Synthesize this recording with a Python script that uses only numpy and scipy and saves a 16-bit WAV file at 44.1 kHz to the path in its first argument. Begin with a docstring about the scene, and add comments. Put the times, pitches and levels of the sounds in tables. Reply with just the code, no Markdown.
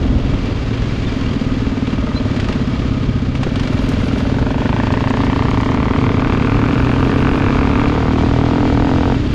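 """A motorcycle on a dirt trail, heard from its rider's helmet, behind two other bikes.
Each firing rings its silencer and airbox: it thuds along on a shut throttle, then barks up through
the revs to a gear change. One bike ahead pops sharply as it speeds up; a muffled one drones up and
shifts. Around them: wind buffeting, engine clatter, chain whirr, tyres on grit, jolts, brake squeaks."""
import sys
import numpy as np
from scipy import signal
from scipy.fft import rfft, irfft
from scipy.io import wavfile

SR = 44100
rng = np.random.default_rng(int(sys.argv[2]) if len(sys.argv) > 2 else 0)


def output_pcm(signal):
    """Save a mono or channel-first signal as 16-bit PCM at the path in sys.argv[1].

    Samples are clipped to [-1, 1] before scaling.
    """
    pcm = np.clip(np.atleast_2d(signal).T, -1, 1) * 32767
    wavfile.write(sys.argv[1], SR, np.round(pcm).astype(np.int16))


N = 411894
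TIME_S = np.arange(N) / SR
CRUISE_HZ = 30  # firing rate
HEAT_LIFT_PER_OCTAVE = 0.071  # hotter gas raises resonances with revs

# near engine speed: time_s, firing_hz
NEAR_SPEED = [(0, 19.57), (0.29, 21.38), (0.58, 21.96), (0.97, 22.28), (1.42, 19.1), (1.6, 19.77),
              (2.14, 18.25), (2.35, 17.99), (2.4, 15.78), (2.77, 17.01), (3.03, 17.21), (3.09, 14.73),
              (3.41, 16.67), (3.59, 22.61), (3.78, 21.38), (4.05, 19.94), (4.16, 21.84), (4.38, 20.34),
              (4.46, 20.82), (4.78, 22.35), (4.97, 21.82), (5.24, 23.22), (5.6, 23.79), (5.97, 25.11),
              (6.32, 26.2), (6.64, 29.07), (6.75, 28.3), (6.81, 30.08), (7.07, 30.35), (7.23, 32.32),
              (7.53, 33.57), (7.74, 35.1), (8.05, 38.7), (8.09, 38.07), (8.2, 40.0), (8.26, 38.1),
              (8.31, 40.21), (8.42, 38.97), (8.49, 42.55), (8.63, 41.42), (8.67, 44.06), (8.72, 39.72),
              (8.84, 42.03), (8.89, 45.35), (9.02, 40.48), (9.05, 45.42), (9.16, 44.46), (9.21, 36.53),
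              (9.34, 35.98)]
# stony stretches: middle_s, half_length_s, crunch_db, clatter_boost_db
STONES = [(1.125, 0.76, -94, 3), (2.503, 0.46, -77, 3.5), (3.99, 0.46, -58, 3.5), (5.2, 0.43, -69, 2.5),
          (7.102, 0.6, -61, 0.6)]


def near_bike():
    """Firings ring silencer and airbox; an open throttle adds a steep front and a rush of gas."""
    # firing strength, 0 = wide open: time_s, level_db
    throttle = [(0, -2.5), (.65, -20), (1.7, -3), (3.35, -8), (3.7, -4), (5.5, -2), (6.4, -1.5), (7.55, -1),
                (8.4, -0.34), (9.14, 0), (9.18, -12), (9.34, -13)]
    # silencer response at cruise: freq_hz, gain_db
    silencer = [(10, -14), (38, 5), (63, 13), (105, 12.5), (140, 10.5), (172, 6.5), (210, 13), (252, 18),
                (288, 19.5), (312, 5), (338, -7), (430, 0.5), (560, -14), (2000, -61), (6000, -100)]
    # exhaust bark spectrum: freq_hz, gain_db
    bark_spectrum = [(120, -13.5), (300, -2.5), (470, 1.5), (570, -1), (680, 6.5), (950, 0.5), (1100, -6),
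                     (1250, -1.5), (1600, -9), (2300, -15.5), (4000, -30), (8000, -67), (14000, -73)]
    # reflections off bikes and riders: delay_s, gain
    reflections = [(.0033, 0.25), (.0053, 0.24)]
    throttle_db, revs_oct = curve(throttle)[0], octaves(NEAR_SPEED)
    heat_lift = 1 + HEAT_LIFT_PER_OCTAVE * revs_oct
    clicks = firings(NEAR_SPEED, uneven_db=.5, jitter_s=.00003)
    age = np.arange(SR // 12)
    ring = colour(signal.unit_impulse(len(age)), silencer)
    ring = disperse(ring, hz=280, width_hz=235)[:len(age)]
    thuds = np.zeros(N)
    for at in np.flatnonzero(clicks):
        lifted_ring = np.interp(age * heat_lift[at], age, ring, right=0)
        add(thuds, at / SR, clicks[at] * lifted_ring)
    swirl = amp(-20) * puffs(clicks, decay_s=.03)
    rush = amp(-9) * puffs(clicks, decay_s=.008)
    boom = thuds + colour(swirl, silencer)
    airbox = resonate(clicks + swirl, hz=434 * heat_lift, width_hz=121)
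    bark = colour(echoes(clicks, reflections) + rush, bark_spectrum)
    return (boom * amp(-16.5 + 0.46 * throttle_db + 1.5 * revs_oct)
            + airbox * amp(-23 + 2.8 * throttle_db - 2.5 * revs_oct)
            + bark * amp(-26 + 2.9 * throttle_db + 5.5 * revs_oct))


def bike_ahead():
    """A rear-facing pipe: short ringing pops that gain a hard edge with throttle and revs."""
    # engine speed: time_s, firing_hz
    speed = [(0, 21.57), (1.89, 21.85), (2.28, 21.98), (2.47, 24.03), (3.4, 25.97), (3.9, 19.83),
             (4.31, 22.2), (4.51, 26.18), (5.6, 33.98), (5.92, 38.0), (6.25, 38.98), (6.67, 42.88),
             (7.84, 49.16), (8.1, 45.21), (9.34, 35)]
    # throttle openings: start_s, rise_s, end_s, level_db
    pulls = [(1.88, 0.21, 1.63, -29), (3.3, 0.37, 4.16, -38), (4.1, 0.61, 7.82, -24)]
    # distance ahead: time_s, gap_m
    gap = [(2, 8.6), (3.75, 4.76), (7, 10.1), (8, 8.8)]
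    # exhaust pop spectrum: freq_hz, gain_db
    pop_spectrum = [(10, -24), (60, -7), (150, -5), (230, 1), (370, -2), (550, 1.5), (740, -4.5),
                    (930, -0.5), (1130, -1), (1400, 1), (2000, -7.5), (3000, -34), (8000, -83)]
    # spectrum of the pops' hard edge: freq_hz, gain_db
    edge_spectrum = [(400, -31), (800, 2.5), (1200, 21), (1800, 19.5), (2600, 9), (3600, -2), (5000, -22),
                     (8000, -29.5), (13000, -39.5), (16000, -44.5)]
    # reflections around the bike: delay_s, gain
    reflections = [(.0019, 0.023), (.0034, 0.056), (.0067, 0.16)]
    coast_db, hard_pull_db = -67.5, -25.5
    pipe_height_m, helmet_height_m, sound_m_per_s = .8, 1.6, 343
    pulling = sum(amp(db) * held(start, rise, end, release_s=0.58) for start, rise, end, db in pulls)
    level = amp(coast_db) + pulling
    pull_db, revs_oct = 20 * np.log10(level) - hard_pull_db, octaves(speed)
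    clicks = firings(speed, uneven_db=.45, jitter_s=.00003)
    scatter = amp(-14) * puffs(clicks, decay_s=.012)
    rasp = amp(-11) * puffs(clicks, decay_s=.0015) + amp(-9.5) * puffs(clicks, decay_s=.02)
    tailpipe = resonate(clicks + scatter, hz=641 * (1 + HEAT_LIFT_PER_OCTAVE * revs_oct), width_hz=61)
    tailpipe *= amp(-36.5 + 0.35 * pull_db - 9 * revs_oct)
    edge = colour(clicks + rasp, edge_spectrum) * amp(-4 + 4 * revs_oct + 0.71 * pull_db)
    direct = colour(clicks + scatter, pop_spectrum) + edge
    # bounce off the trail: its comb sweeps up as the gap grows
    lag_s = 2 * pipe_height_m * helmet_height_m / (curve(gap)[0] * sound_m_per_s)
    bounce = np.interp(TIME_S - lag_s, TIME_S, direct)
    return tailpipe - echoes(direct + .5 * bounce, reflections) * level


def muffled_bike():
    """A well-silenced engine: a deep drone, with a growl above it on an open throttle."""
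    # engine speed: time_s, firing_hz
    speed = [(0, 34.3), (.35, 33.9), (.55, 37.1), (.85, 38.9), (1.2, 35.7), (1.95, 38.2), (2.4, 33.8),
             (3.1, 30.4), (3.4, 33), (3.85, 29.4), (4.2, 32.2), (4.4, 31.5), (4.55, 27.2), (4.9, 28.1),
             (5.2, 25.2), (5.5, 28.1), (5.8, 27.7), (6.2, 31.9), (6.35, 35.2), (6.6, 37.2), (7, 42.9),
             (7.2, 43.9), (7.45, 47.5), (7.65, 42.8), (7.8, 37.3), (8, 38.2), (8.3, 40.3), (8.6, 39.3),
             (8.8, 39.7), (9.34, 26.1)]
    # throttle, 0 = wide open: time_s, level_db
    throttle = [(0, -6), (1.8, -6.5), (2.4, -4.5), (3.4, -5), (4.1, -3), (5.2, -3), (5.7, -2), (6.4, -.5),
                (7.4, 0), (7.65, -3.5), (8.1, 0), (8.7, -1.5), (9.34, -4)]
    # exhaust drone spectrum: freq_hz, gain_db
    drone_spectrum = [(15, -35), (45, -14), (80, -7), (108, 0), (130, 0), (155, -5), (185, -15), (240, -25),
                      (600, -55), (3000, -120)]
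    # exhaust growl spectrum: freq_hz, gain_db
    growl_spectrum = [(60, -30), (150, -9), (200, -1), (290, 0), (350, -1), (450, -6), (600, -19),
                      (1500, -55), (4000, -120)]
    throttle_db = curve(throttle)[0]
    clicks = firings(speed, uneven_db=.4, jitter_s=.00003)
    gas = clicks + amp(-26) * puffs(clicks, decay_s=.012)
    drone = colour(gas, drone_spectrum) * amp(-18.7 + .8 * throttle_db)
    growl = colour(gas, growl_spectrum) * amp(-22.7 + 2.2 * throttle_db)
    return disperse(drone + growl, hz=309.5, width_hz=115)


def wind():
    """Lumpy low buffeting on the helmet."""
    # buffeting spectrum: freq_hz, gain_db
    spectrum = [(8, -23), (25, -5), (45, -1.5), (80, -3), (110, -5), (170, -14), (260, -11), (350, -18),
                (600, -25), (1500, -44.5), (4000, -85.5)]
    # gusts and lulls: middle_s, half_length_s, change_db
    gusts = [(0, 0.43, 7), (2.046, 0.14, -1), (3, 0.92, 0.5), (5.9, 0.32, 1), (7.551, 0.4, 2.5),
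             (8.9, 0.49, 3)]
    lumps_db = .6 * drift(rate_hz=10)
    gusts_db = sum(db * swell(middle, half) for middle, half, db in gusts)
    return colour(rng.standard_normal(N), spectrum) * amp(-22.2 + gusts_db + lumps_db)


def running_gear():
    """Tyres and gear hiss; valves tick twice per firing and ring the engine cases."""
    # rolling hiss spectrum: freq_hz, gain_db
    spectrum = [(150, 8), (450, 0.5), (800, -10), (1050, -6.5), (1300, -7.5), (1550, -9), (2000, -10),
                (2400, -12), (3800, -15), (4700, -19), (5600, -24), (6900, -27.5), (8500, -41),
                (11000, -48), (15000, -66)]
    # engine case modes: pitch_hz, width_hz, level_db
    case_modes = [(2318, 84, -5), (2757, 240, -5.5), (3223, 290, -6.5), (4720, 610, -12.5),
                  (6700, 220, -26)]
    valves = firings(np.array(NEAR_SPEED) * [1, 2], uneven_db=1, jitter_s=.001)
    ticking_noise = rng.standard_normal(N) + amp(-11) * puffs(valves, decay_s=0.0081)
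    hiss = colour(unit(ticking_noise), spectrum)
    cases = sum(amp(db) * resonate(puffs(valves, decay_s=0.015), hz, width_hz)
                for hz, width_hz, db in case_modes)
    shaken_db = sum(db * swell(middle, half) for middle, half, _, db in STONES)
    level_db = -25.5 + 3 * octaves(NEAR_SPEED) + shaken_db
    flutter_db = 1.1 * drift(rate_hz=70)
    return (hiss + amp(-16) * cases) * amp(level_db + flutter_db)


def chain():
    """A fuzzy whirr while the bike coasts."""
    coasting = held(start_s=1, rise_s=0.56, end_s=3, release_s=0.76)
    return resonate(rng.standard_normal(N), hz=1240, width_hz=67) * amp(-42) * coasting


def gravel():
    """Small stones crack under the tyres, more loudly with revs and on stony stretches."""
    grains_per_s = 300
    grains = rng.random(N) < grains_per_s / SR
    strength_db = 4.5 * np.minimum(rng.exponential(1, N), 2.5)
    cracks = puffs(grains * amp(strength_db), decay_s=0.0033)
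    crunch = colour(cracks, [(1000, -4.5), (4000, 2), (7000, -2), (9000, 4), (12000, -4), (15000, -23)])
    smooth_dirt = amp(-81.5 + 11 * octaves(NEAR_SPEED))
    stony = sum(amp(db) * swell(middle, half) for middle, half, db, _ in STONES)
    return unit(crunch) * (smooth_dirt + stony)


def jolts():
    """Bumps in the trail: chassis ticks, suspension thumps and a spray of grit; with them, sharp bright exhaust
    pops from the bike close ahead and a few stray snaps."""
    # sharp snaps, mostly bright exhaust pops from the bike close ahead: start_s, level_db
    snap_hits = [(.342, -36), (1.87, -22), (2.363, -19), (2.399, -15.5), (2.444, -22), (2.486, -16.5),
                 (2.526, -18.5), (3.352, -18.5), (3.431, -14), (3.557, -16), (3.596, -15.5), (3.634, -19),
                 (3.674, -19.5)]
    # snap spectrum: freq_hz, gain_db
    snap_spectrum = [(200, -35), (600, 9), (1500, 9.5), (3000, 8), (5500, -3.5), (8500, -17.5),
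                     (13000, -50), (16000, -46)]
    # chassis ticks: start_s, level_db
    tick_hits = [(4.182, -32), (4.922, -28), (5.1, -31), (5.247, -32), (5.435, -35), (5.507, -30),
                 (5.577, -35), (5.61, -31.5), (5.645, -34.5), (5.711, -36), (5.743, -35)]
    # suspension thumps: start_s, level_db
    thump_hits = [(.335, -12.5), (.51, -18), (2.489, -9), (3.466, -8.5)]
    # grit flicked against the bike: start_s, level_db
    grit_hits = [(3.888, -34)]
    snaps = amp(-5) * bursts(snap_hits, decay_s=0.0075, spectrum=snap_spectrum)
    ticks = bursts(tick_hits, decay_s=0.0048,
                   spectrum=[(1500, -1), (4500, 4.5), (7000, -2.5), (9000, -16), (14000, -35)])
    thumps = bursts(thump_hits, decay_s=0.0072,
                    spectrum=[(30, 19), (120, -4), (400, 11), (750, -5), (2000, -13), (8000, -59)])
    grit = bursts(grit_hits, decay_s=0.0089, spectrum=[(2000, -6), (6000, 5), (11500, -9), (15000, -14)])
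    return snaps + ticks + thumps + grit


def brakes():
    """A pad briefly sets a disc singing."""
    # disc squeaks: start_s, length_s, pitch_hz, peak_db
    squeaks = [(1.048, 0.051, 3540, -34), (2.146, 0.053, 4050, -27)]
    out = np.zeros(N)
    waver = 1 + 0.012 * drift(rate_hz=180)
    for start_s, length_s, pitch_hz, peak_db in squeaks:
        wavering_hz = pitch_hz * waver[round(start_s * SR):][:round(length_s * SR)]
        tone = np.sin(2 * np.pi * np.cumsum(wavering_hz) / SR)
        add(out, start_s, amp(peak_db) * np.hanning(len(tone)) * tone)
    return out


def firings(speed, uneven_db, jitter_s):
    """One click per firing, uneven in strength and timing; mean power about one."""
    rate_hz = np.interp(TIME_S, *np.transpose(speed), left=0, right=0)
    count = np.floor(np.cumsum(rate_hz) / SR)
    at = np.flatnonzero(np.diff(count))
    strength, late = rng.standard_normal((len(at), 2)).T
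    jittered = np.clip(at + np.round(late * jitter_s * SR).astype(int), 0, N - 1)
    clicks = np.zeros(N)
    clicks[jittered] = amp(uneven_db * strength) * np.sqrt(SR / rate_hz[at])
    return clicks


def puffs(clicks, decay_s):
    """A dying burst of noise after each click, of the same energy."""
    pole = np.exp(-2 / (decay_s * SR))
    power = signal.lfilter([1 - pole], [1, -pole], clicks ** 2 + 1e-20)
    return np.sqrt(power) * rng.standard_normal(N)


def bursts(hits, decay_s, spectrum):
    """A dying burst of filtered noise per hit."""
    out, age_s = np.zeros(N), np.arange(SR // 4) / SR
    for start_s, db in hits:
        add(out, start_s, amp(db) * np.exp(-age_s / decay_s) * rng.standard_normal(len(age_s)))
    return colour(out, spectrum)


def colour(x, spectrum, size=8192):
    """Minimum-phase filter of unit energy; spectrum rows: freq_hz, gain_db."""
    hz, db = np.transpose(spectrum)
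    bins_hz = abs(np.fft.fftfreq(size, 1 / SR)) + 1
    log_gain = np.log(amp(np.interp(np.log(bins_hz), np.log(hz), db)))
    ring = np.fft.ifft(np.exp(np.conj(signal.hilbert(log_gain)))).real[:size // 2]
    return signal.oaconvolve(x, ring / np.linalg.norm(ring))[:N]


def resonate(x, hz, width_hz):
    """A resonance that may follow a moving pitch; unit rms."""
    carrier = np.exp(2j * np.pi * np.cumsum(hz * np.ones(N)) / SR)
    pole = np.exp(-np.pi * width_hz / SR)
    baseband = signal.lfilter([1], np.poly([pole, pole]), x / carrier)
    return unit((carrier * baseband).real)


def disperse(x, hz, width_hz):
    """All-pass: a silencer chamber delays the band at its resonance, rounding each onset."""
    pole = np.exp((-np.pi * width_hz + 2j * np.pi * hz) / SR)
    feedback = np.poly([pole, np.conj(pole)]).real
    return signal.lfilter(feedback[::-1], feedback, x)


def echoes(x, reflections):
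    """Direct sound plus short reflections."""
    out = x.copy()
    for delay_s, gain in reflections:
        add(out, delay_s, gain * x)
    return out


def drift(rate_hz):
    """Slow random wander of unit rms."""
    hz = np.fft.rfftfreq(N, 1 / SR)
    return unit(irfft(rfft(rng.standard_normal(N)) / (1 + (hz / rate_hz) ** 2) ** 2, N))


def octaves(speed):
    """Engine speed in octaves above cruise."""
    return np.log2(curve(speed)[0] / CRUISE_HZ)


def held(start_s, rise_s, end_s, release_s):
    """Linear rise from start_s, exponential decay from end_s."""
    rise = np.clip((TIME_S - start_s) / rise_s, 0, 1)
    return rise * np.exp(-np.maximum(TIME_S - end_s, 0) / release_s)


def swell(middle_s, half_s):
    """Bell-shaped envelope."""
    return np.exp(-((TIME_S - middle_s) / half_s) ** 2)


def curve(rows):
    """Value columns of a timed table, per sample."""
    times_s, *columns = np.transpose(rows)
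    return [np.interp(TIME_S, times_s, column) for column in columns]


def add(mix, start_s, sound):
    """Mix a sound in at start_s."""
    part = mix[max(round(start_s * SR), 0):][:len(sound)]
    part += sound[:len(part)]


def amp(db):
    """Decibels to gain."""
    return 10 ** (np.asarray(db) / 20)


def unit(x):
    """Scale to unit rms."""
    return x / np.sqrt(np.mean(x ** 2) + 1e-20)


def scene():
    """All sources at the helmet, mono."""
    bikes = near_bike() + bike_ahead() + muffled_bike()
    return (bikes + wind() + running_gear() + chain() + gravel() + jolts() + brakes())[None]


def record(dry):
    """Soft clip, then low-pass."""
    ceiling, cutoff_hz = amp(-2), 15400
    rounded = dry / (1 + (dry / ceiling) ** 4) ** (1 / 4)
    taps = signal.firwin(255, cutoff_hz, window=("kaiser", 9), fs=SR)
    return signal.oaconvolve(rounded, taps[None], "same")


dry = scene()
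out = record(dry)
output_pcm(out)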